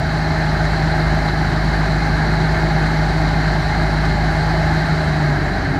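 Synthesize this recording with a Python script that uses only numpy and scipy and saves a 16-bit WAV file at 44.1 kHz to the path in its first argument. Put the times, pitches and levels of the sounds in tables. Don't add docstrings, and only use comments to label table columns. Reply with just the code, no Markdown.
import sys
import numpy as np
from scipy import signal
from scipy.fft import rfft, irfft, next_fast_len
from scipy.io import wavfile

SR = 44100
rng = np.random.default_rng(int(sys.argv[2]) if len(sys.argv) > 2 else 0)


def inscribe(sig):
    pcm = np.round(np.clip(np.atleast_2d(sig).T, -1, 1) * 32767)
    wavfile.write(sys.argv[1], SR, pcm.astype(np.int16))


def linear_from_db(decibels):
    return 10 ** (np.asarray(decibels, float) / 20)


N = 255427
SECONDS = np.arange(N) / SR

# time in seconds, speed in turns per second.
SHAFT_SPEED = [
    (0, 26.08),
    (2.5, 26.17),
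    (4.86, 26.16),
    (5.08, 25.67),
    (5.4, 24.1),
    (5.79, 22.23),
]
# multiple of the shaft speed, level in dB.
UNEVEN_BLADES = [(1, -62), (5, -31.5), (7, -50), (8, -38), (9, -46), (10, -55), (11, -52.5), (13, -46.5),
                 (14, -47), (15, -48.5), (18, -50)]
# multiple of the shaft speed, level in dB.
PUMP_WHINES = [(24.8, -43), (30.2, -38.5), (32.25, -35)]
# centre in Hz, width in Hz, gain in dB.
PIPE_RESONANCES = [(47.5, 3, 5), (68, 6, 2), (100.5, 4, -12), (119, 8, -10), (139.5, 2.2, -14),
                   (134, 7, -3), (150, 9, 2.5), (272, 18, 20), (301, 14, 18)]
# centre in Hz, width in Hz, dB over the air noise.
HOUSING_RINGS = [(66.5, 8, -1.5), (93, 6.9, 2.5), (121, 8.9, 1.5), (135, 7.8, -3), (159, 10, -2.5),
                 (166, 12, 1.5), (227, 6.8, -2), (264.7, 9.2, 3), (345.3, 6.8, 7), (386.5, 13.3, 7.5),
                 (420, 17, -2.5), (645, 11, 4.5), (762, 12, 4.5), (813, 24, 2.5), (819, 11, 4),
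                 (846, 22, -1), (1560, 26, 4), (1650, 41, 3), (2100, 26, 5.5), (2500, 58, 7),
                 (2665, 25, 6.5), (3040, 20, 7.5), (3940, 16, 6.5), (4170, 41, 5.5), (4550, 47, 6),
                 (4740, 130, 2), (5670, 190, 3)]
# frequency in Hz, level in dB per Hz.
RUMBLE_COLOUR = [(20, -30), (33, -18), (48, 3), (80, 4), (118, -3.5), (150, 9), (195, 0), (228, -2.5),
                 (300, 0), (390, -6.5), (415, -5), (470, -10), (530, -17.5), (620, -16)]
# frequency in Hz, level in dB per Hz.
ROAR_COLOUR = [(430, -43), (540, -14), (600, -0.5), (830, -1.5), (880, -3.5), (1050, -8.5), (1300, -7),
               (1550, -3.5), (1800, -3.5), (1950, -8), (2170, -8), (2300, -16.5), (2800, -35), (3300, -27)]
# frequency in Hz, level in dB per Hz.
HISS_COLOUR = [(2200, -13.5), (2900, -10), (3600, -11), (3900, -2.5), (4200, -2), (4700, -7.5), (5500, -15),
               (7300, -19.5), (7700, -22.5), (9600, -26), (10400, -35), (11200, -30.5), (13000, -34.5),
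               (16000, -44)]

BLADES = 6
BELT_SLIP = .0028
IN_STEP_S = 2.6
FIRING_DB, FIRING_OCTAVE_DB = -23, -27
CRANK_3RD_DB, CRANK_6TH_DB = -38, -42
THROTTLE_S, THROTTLE_CLOSES_S, UNLOADED_DB = 4.5, .45, -3.5
WHINE_FADE_DB = 3.5
BLADE_DB, HALF_BLADE_DB, THIRD_BLADE_DB = -21, -32, -34
BLADE_OCTAVE_DB = -49
RUMBLE_DB, ROAR_DB, HISS_DB = -23, -22.5, -33.8
RUMBLE_FADE_DB, ROAR_FADE_DB, HISS_FADE_DB = -0.1, 0.4, 0.98
SETTLE_DB, SETTLE_S = -2, 0.25


def rms_one(x):
    return x / np.sqrt(np.mean(x ** 2) + 1e-20)


def drift(rate):
    step = 40
    r = np.exp(-2 * np.pi * rate * step / SR)
    noise = rng.standard_normal(N // step + 2002)
    slow = signal.lfilter([1], [1, -2 * r, r * r], noise)[2000:]
    return np.interp(np.arange(N) / step, np.arange(len(slow)), rms_one(slow))


def resonance(hz, centre_hz, width_hz, peak_db):
    return peak_db / (1 + (2 * (hz - centre_hz) / width_hz) ** 2)


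def through_pipes(hz):
    return sum(resonance(hz, *row) for row in PIPE_RESONANCES)


def tone(turns, multiple, level_db, waver_db, wander):
    smear = (multiple - BLADES) ** 2 / 3
    phase = 2 * np.pi * multiple * turns + smear + wander * drift(2.2)
    level = linear_from_db(level_db + waver_db * drift(5.5))
    return np.sqrt(2) * level * np.cos(phase)


def engine(turns, speed):
    closed = np.clip((SECONDS - THROTTLE_S) / THROTTLE_CLOSES_S, 0, 1)
    load_db = UNLOADED_DB * closed ** 2
    firing_db = FIRING_DB + load_db + through_pipes(2 * speed)
    octave_db = FIRING_OCTAVE_DB + through_pipes(4 * speed)
    out = tone(turns, 2, firing_db, waver_db=0.25, wander=0.054)
    out += tone(turns, 4, octave_db, waver_db=0.5, wander=0.15)
    out -= tone(turns, 3, CRANK_3RD_DB + load_db, waver_db=2.0, wander=.1)
    out += tone(turns, 6, CRANK_6TH_DB + load_db, waver_db=1.5, wander=.1)
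    return out


def pumps(turns, speed):
    fade_db = WHINE_FADE_DB * (speed - speed.max())
    return sum(tone(turns, k, db + fade_db, waver_db=2.5, wander=0.85) for k, db in PUMP_WHINES)


def blades(turns, speed):
    passing_hz = BLADES * speed
    passing_db = BLADE_DB + through_pipes(passing_hz)
    half_db = HALF_BLADE_DB + through_pipes(passing_hz / 2)
    octave_db = BLADE_OCTAVE_DB + through_pipes(2 * passing_hz)
    out = tone(turns, BLADES, passing_db, waver_db=0.5, wander=0.26)
    out += tone(turns, BLADES / 2, half_db, waver_db=0.0, wander=.15)
    out += tone(turns, BLADES / 3, THIRD_BLADE_DB, waver_db=1.3, wander=.1)
    out += tone(turns, 2 * BLADES, octave_db, waver_db=0.8, wander=0.093)
    for multiple, level_db in UNEVEN_BLADES:
        pipe_db = np.minimum(through_pipes(multiple * speed), 0)
        out += tone(turns, multiple, level_db + pipe_db, waver_db=1.2, wander=0.19)
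    return out


def airflow(spectrum, shared_db, own_db, count):
    size = next_fast_len(N)
    hz = np.arange(1, size // 2 + 2) * SR / size
    points_hz, points_db = np.transpose(spectrum)
    colour = linear_from_db(np.interp(np.log(hz), np.log(points_hz), points_db, left=-90, right=-90))
    for row in HOUSING_RINGS:
        colour = colour * linear_from_db(resonance(hz, *row))
    coloured = rfft(rng.standard_normal(size)) * colour
    last = 3 * count
    place = np.clip(count * np.log2(hz / points_hz[0]), 0, last)
    out = np.zeros(N)
    for k in range(last + 1):
        share = np.clip(1 - abs(place - k), 0, 1)
        band = irfft(coloured * share, size)[:N]
        out += band * linear_from_db(own_db * drift(19.5))
    return rms_one(out * linear_from_db(shared_db))


def fan_air(turns, speed):
    lost = speed - speed.max()
    gust = drift(7.8)
    throb = np.cos(2 * np.pi * turns)
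    puffs = np.maximum(drift(22.0) - .8, 0) ** 2
    rumble_swell = 0.12 * gust
    roar_swell = 0.22 * gust + 0.16 * throb + 0.59 * puffs
    hiss_swell = 0.16 * gust + 0.37 * throb + .7 * puffs
    rumble = airflow(RUMBLE_COLOUR, rumble_swell, own_db=-0.16, count=1)
    roar = airflow(ROAR_COLOUR, roar_swell, own_db=1.12, count=4)
    hiss = airflow(HISS_COLOUR, hiss_swell, own_db=0.95, count=4)
    out = linear_from_db(RUMBLE_DB + RUMBLE_FADE_DB * lost) * rumble
    out += linear_from_db(ROAR_DB + ROAR_FADE_DB * lost) * roar
    out += linear_from_db(HISS_DB + HISS_FADE_DB * lost) * hiss
    return out


def scene():
    times, speeds = np.transpose(SHAFT_SPEED)
    speed = np.interp(SECONDS, times, speeds)
    turns = np.cumsum(speed) / SR
    turns_in_step = np.interp(IN_STEP_S, SECONDS, turns)
    crank = turns + BELT_SLIP * (turns - turns_in_step)
    mix = engine(crank, speed) + pumps(turns, speed) + blades(turns, speed) + fan_air(turns, speed)
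    return mix[None]


def band_limit(x):
    return signal.sosfilt(signal.butter(12, 15740, fs=SR, output="sos"), x)


def record(dry):
    settled = dry * linear_from_db(SETTLE_DB * np.exp(-SECONDS / SETTLE_S))
    rounded = 1.436 * np.tanh(settled / 1.547)
    return band_limit(rounded)


dry = scene()
out = record(dry)
inscribe(out)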